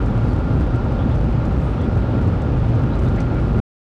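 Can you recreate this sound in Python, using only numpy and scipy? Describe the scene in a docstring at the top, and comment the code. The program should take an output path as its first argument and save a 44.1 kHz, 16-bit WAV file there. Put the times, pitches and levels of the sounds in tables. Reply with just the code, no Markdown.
"""A deep, swelling boom under the rush of wheels and air: a high-speed train at steady speed, heard from
a seat inside the carriage. The body hums, the wall panels drone, the drive whines faintly, and loose
trim ticks and chafes around the cabin. The deepest swings overload the microphone input, which
flutters and crackles softly. The sound cuts off shortly before the end."""
import sys
import numpy as np
from scipy import signal
from scipy.fft import rfft, irfft
from scipy.io import wavfile
from scipy.ndimage import uniform_filter1d

SR = 44100
rng = np.random.default_rng(int(sys.argv[2]) if len(sys.argv) > 2 else 0)


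def to_wav(sig):
    """Store sig (one row per channel, or 1-D mono) as 16-bit WAV at the path in sys.argv[1].

    Samples outside -1..1 are clipped; the rate is SR.
    """
    pcm = np.clip(np.atleast_2d(sig), -1, 1) * 32767
    pcm = np.round(pcm).astype(np.int16)
    wavfile.write(sys.argv[1], SR, pcm.T)  # frames by channels


N = 176400

# Levels are those at the seat, ahead of the microphone's overload and tone filter.
# soft, bright rustles in the cabin: middle_s, length_s, level_db
CABIN_RUSTLES = [(.28, .14, -64), (1.657, .14, -62), (3.057, .1, -64), (3.43, .08, -68)]
# panels rubbing: middle_s, length_s, pitch_hz, level_db, width_hz, glide_hz_per_s
PANEL_CHAFES = [(0.308, 0.037, 4400, -52, 400, -3), (1.005, 0.041, 3420, -48.5, 350, 0),
                (1.125, .025, 3430, -48.5, 503, -4), (1.8, 0.023, 3400, -51, 350, 2),
                (1.847, .03, 3400, -49, 350, 2), (2.13, .051, 3220, -53, 900, 2),
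                (2.935, 0.026, 3900, -49, 480, 2), (3.076, 0.023, 3720, -48.5, 420, 7997),
                (3.187, 0.024, 1980, -40, 600, 3995), (3.195, 0.074, 2500, -48.5, 1500, -1.5),
                (3.253, .04, 4180, -62, 399, 0), (3.364, 0.068, 2300, -47.5, 1000, -1)]
# ticks of loose trim: start_s, level_db, brightness_db_per_octave
TRIM_TICKS = [(0.059, -48.5, 0), (.757, -50.5, 0), (.842, -54, -5), (.921, -52, -2), (1.152, -49, -3),
              (1.452, -47, -1), (1.813, -50, 1), (1.842, -52.5, -8), (2.178, -64, 0), (2.417, -49.5, 0),
              (2.684, -56, -7), (2.751, -53.5, 4), (2.990, -48, 3), (3.047, -50.5, 4.5), (3.086, -49, 0),
              (3.159, -49.5, -1.5), (3.202, -41, -4), (3.216, -54, 0.5)]
# resonances of that trim: pitch_hz, relative_db, width_hz
TRIM_MODES = [(4050, -1.5, 3900), (5900, 2, 2400), (7770, -3.5, 1000), (10000, -8, 1600)]
# motor tones: pitch_hz, level_db, width_hz
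MOTOR_TONES = [(497, -44.5, 5.5), (581.3, -50.5, 8.8), (772, -45, 6), (920.5, -49, 45), (1636, -57, 3.7)]
# strength of the gear tone: time_s, level_db
GEAR_LEVELS = [(0, -42), (.52, -44.5), (.63, -48), (.77, -41.5), (.9, -50.5), (1.0, -39.5), (1.08, -49),
               (1.32, -47), (1.4, -44), (1.6, -50), (1.85, -45.5), (2.13, -47), (2.19, -38.5), (2.25, -55),
               (2.5, -46.5), (2.69, -50.5), (2.84, -42.5), (2.97, -47.5), (3.25, -40.5), (3.5, -48.5),
               (3.6, -37.5)]
# wheels and air, heard through the walls: frequency_hz, density_db
RUSH_SPECTRUM = [(60, -71.5), (190, -53.5), (235, -55), (320, -52.5), (430, -56.5), (560, -56),
                 (690, -63.5), (860, -62), (1050, -68.5), (1230, -65), (1420, -67.5), (1560, -73.5),
                 (2000, -78.5), (2600, -80), (3500, -85), (5000, -91.5), (7000, -100.5), (10000, -108),
                 (13000, -115)]
# boom of the carriage body, before its swell: frequency_hz, density_db
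BOOM_SPECTRUM = [(15, -49), (33, -33), (49, -21.5), (64, -25.5), (82, -30.5), (115, -35), (150, -37),
                 (195, -47), (300, -60), (600, -110)]
# swell of that boom: time_s, gain_db
BOOM_SWELL = [(0, 0), (.2, -3), (.31, 0), (.44, -2.5), (.58, 3), (.68, 0), (.76, -5.5), (.92, -2),
              (1.08, -2.5), (1.18, 2), (1.45, -4.5), (1.57, 2), (1.66, -3), (1.74, -2.5), (1.87, -3.5),
              (1.98, 2), (2.1, -7.5), (2.26, 1.5), (2.4, -5), (2.6, -0.5), (2.75, -4.5), (3.1, 1),
              (3.3, -4), (3.42, -0.5), (3.6, 1.5)]
# strength of the body's hum: time_s, level_db
HUM_LEVELS = [(0, -15), (.12, -19), (.22, -7), (.31, -25), (.42, -27), (.5, -19.5), (.58, -24), (.66, -28),
              (.735, -7), (.82, -21.5), (.95, -26), (1.07, -15), (1.18, -28), (1.37, -14), (1.5, -25),
              (1.62, -22), (1.88, -31), (1.95, -9), (2.02, -19.5), (2.15, -9), (2.25, -23.5), (2.38, -24.5),
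              (2.52, -15.5), (2.66, -14.5), (2.83, -14), (2.96, -25.5), (3.03, -12.5), (3.14, -19),
              (3.3, -18), (3.6, -16.5)]
# strength of the wall panels' drone: time_s, level_db
DRONE_LEVELS = [(0, -25.5), (.45, -25), (.56, -21.5), (.7, -29), (1.0, -25), (1.07, -20), (1.15, -27),
                (1.22, -34.5), (1.28, -22.5), (1.41, -27), (1.49, -19), (1.56, -26.5), (1.78, -28),
                (1.86, -18.5), (1.94, -28), (2.0, -24), (2.08, -26.5), (2.15, -20.5), (2.4, -26.5),
                (2.8, -25.5), (2.92, -23), (3.16, -21), (3.26, -24.5), (3.6, -26)]


def amp(db):
    """Decibels to gain."""
    return 10 ** (np.asarray(db) / 20)


def unit(x):
    """Scales to rms 1."""
    return x / np.sqrt(np.mean(x ** 2) + 1e-20)


def envelope(t, levels):
    """Gain that follows rows of time_s, level_db."""
    return amp(np.interp(t, *np.transpose(levels)))


def noise(spectrum):
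    """Noise with the given density, joined on a log-frequency axis."""
    points_hz, density_db = np.transpose(spectrum)
    hz = np.fft.rfftfreq(N, 1 / SR)
    gain = amp(np.interp(np.log(hz + 1), np.log(points_hz), density_db))
    return irfft(rfft(rng.standard_normal(N)) * gain, N) * np.sqrt(SR / 2)


def band(centre_hz, width_hz):
    """Noise in one steep resonance, rms 1; the width is taken 6 dB down."""
    detuning = (np.fft.rfftfreq(N, 1 / SR) - centre_hz) / (width_hz / 2)
    return unit(irfft(rfft(rng.standard_normal(N)) / (1 + detuning ** 2), N))


def steadied(x, share=.6, window_s=.05):
    """Evens out a share of the chance fading, as in a vibration that is driven all the time."""
    power = abs(uniform_filter1d(unit(x) ** 2, round(window_s * SR))) + 1e-3
    return x.std() * unit(x / np.sqrt(power) ** share)


def cabin_rustles(t):
    """Faint brushing noises, far in the background."""
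    swells = sum(amp(db) * np.exp(-2 * ((t - middle_s) / length_s) ** 2)
                 for middle_s, length_s, db in CABIN_RUSTLES)
    return band(8030, width_hz=6700) * swells


def panel_chafes(t):
    """Cabin panels rub briefly: narrow squeaks, some sliding upwards, and wider scrapes."""
    out = np.zeros(N)
    for middle_s, length_s, hz, db, width_hz, glide in PANEL_CHAFES:
        slide = np.exp(1j * np.pi * glide * (t - middle_s) ** 2)
        rub = (signal.hilbert(band(hz, width_hz)) * slide).real
        out += amp(db) * np.exp(-2 * ((t - middle_s) / length_s) ** 2) * rub
    return out


def trim_ticks(t, rise_s=.002, fall_s=.006):
    """Each tick is a short chatter that rings the same piece of loose trim, duller or brighter."""
    mode_hz, mode_db, _ = np.transpose(TRIM_MODES)
    modes = np.array([band(hz, width_hz) for hz, _, width_hz in TRIM_MODES])
    octaves = np.log2(mode_hz / mode_hz[0])
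    out = np.zeros(N)
    for start_s, db, brightness in TRIM_TICKS:
        ring = unit(amp(mode_db + brightness * octaves) @ modes)
        attack = np.clip((t - start_s) / rise_s, 0, 1)
        decay = np.exp(-np.maximum(t - start_s - rise_s, 0) / fall_s)
        out += amp(db) * ring * attack * decay
    return out


def drive_whine(t, gear_hz=1394, waver_hz=3.11):
    """Faint at the seat: narrow wavering motor tones, and a clearer gear tone that comes and goes."""
    pitch_hz = gear_hz + waver_hz * band(0, width_hz=24)
    gear = unit(np.sin(2 * np.pi * np.cumsum(pitch_hz) / SR)) * envelope(t, GEAR_LEVELS)
    motors = sum(amp(db) * steadied(band(hz, width_hz)) for hz, db, width_hz in MOTOR_TONES)
    return gear + motors


def wheel_and_air_rush(patch_db=.5, patch_hz=600, patch_s=.059):
    """Rolling and air noise comes in through the walls, with slightly louder and softer patches."""
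    hz, frame_s, spectra = signal.stft(noise(RUSH_SPECTRUM), SR, nperseg=512, noverlap=384)
    patches = uniform_filter1d(rng.standard_normal(spectra.shape), round(patch_hz / hz[1]), axis=0)
    patches = unit(uniform_filter1d(patches, round(patch_s / frame_s[1]), axis=1))
    return signal.istft(spectra * amp(patch_db * patches), SR, nperseg=512, noverlap=384)[1][:N]


def body_rumble(t):
    """All around the seat the body booms and hums and its panels drone, swelling with the track."""
    boom = steadied(noise(BOOM_SPECTRUM)) * envelope(t, BOOM_SWELL)
    hum = steadied(band(115, width_hz=21)) * envelope(t, HUM_LEVELS)
    drone = steadied(band(232, width_hz=110)) * envelope(t, DRONE_LEVELS)
    return boom + hum + drone


def scene():
    """The carriage as it reaches one microphone at a seat."""
    t = np.arange(N) / SR
    running_noise = body_rumble(t) + wheel_and_air_rush() + drive_whine(t)
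    return (running_noise + trim_ticks(t) + panel_chafes(t) + cabin_rustles(t))[None]


def record(dry):
    """Big swings hit the microphone input's ceiling with a click and briefly blank the rush."""
    ceiling, catch_s, stop_s = .627, .00006, 3.602
    low_cut_hz, high_cut_hz, edge_hz = 185, 9600, 12600
    t = np.arange(N) / SR
    clipped = np.clip(dry, -ceiling, ceiling)
    time_over_s = t - np.maximum.accumulate(np.where(abs(dry) > ceiling, 0, t), axis=1)
    # the click: a swing overshoots for an instant before the ceiling catches it
    overshoot = (dry - clipped) * np.clip((catch_s - time_over_s) * SR + 1, 0, 1)
    tone_filter = signal.butter(1, [low_cut_hz, high_cut_hz], "band", fs=SR)
    thinned = signal.lfilter(*tone_filter, clipped + overshoot)
    ramp = np.clip(np.minimum(t / .005, (stop_s - t) / .001), 0, 1)  # quick fade in, abrupt stop
    gate = np.sin(np.pi / 2 * ramp) ** 2
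    band_limit = signal.firwin(511, edge_hz, window=("kaiser", 9), fs=SR)
    return signal.oaconvolve(thinned * gate, band_limit[None], "same")


dry = scene()
out = record(dry)
to_wav(out)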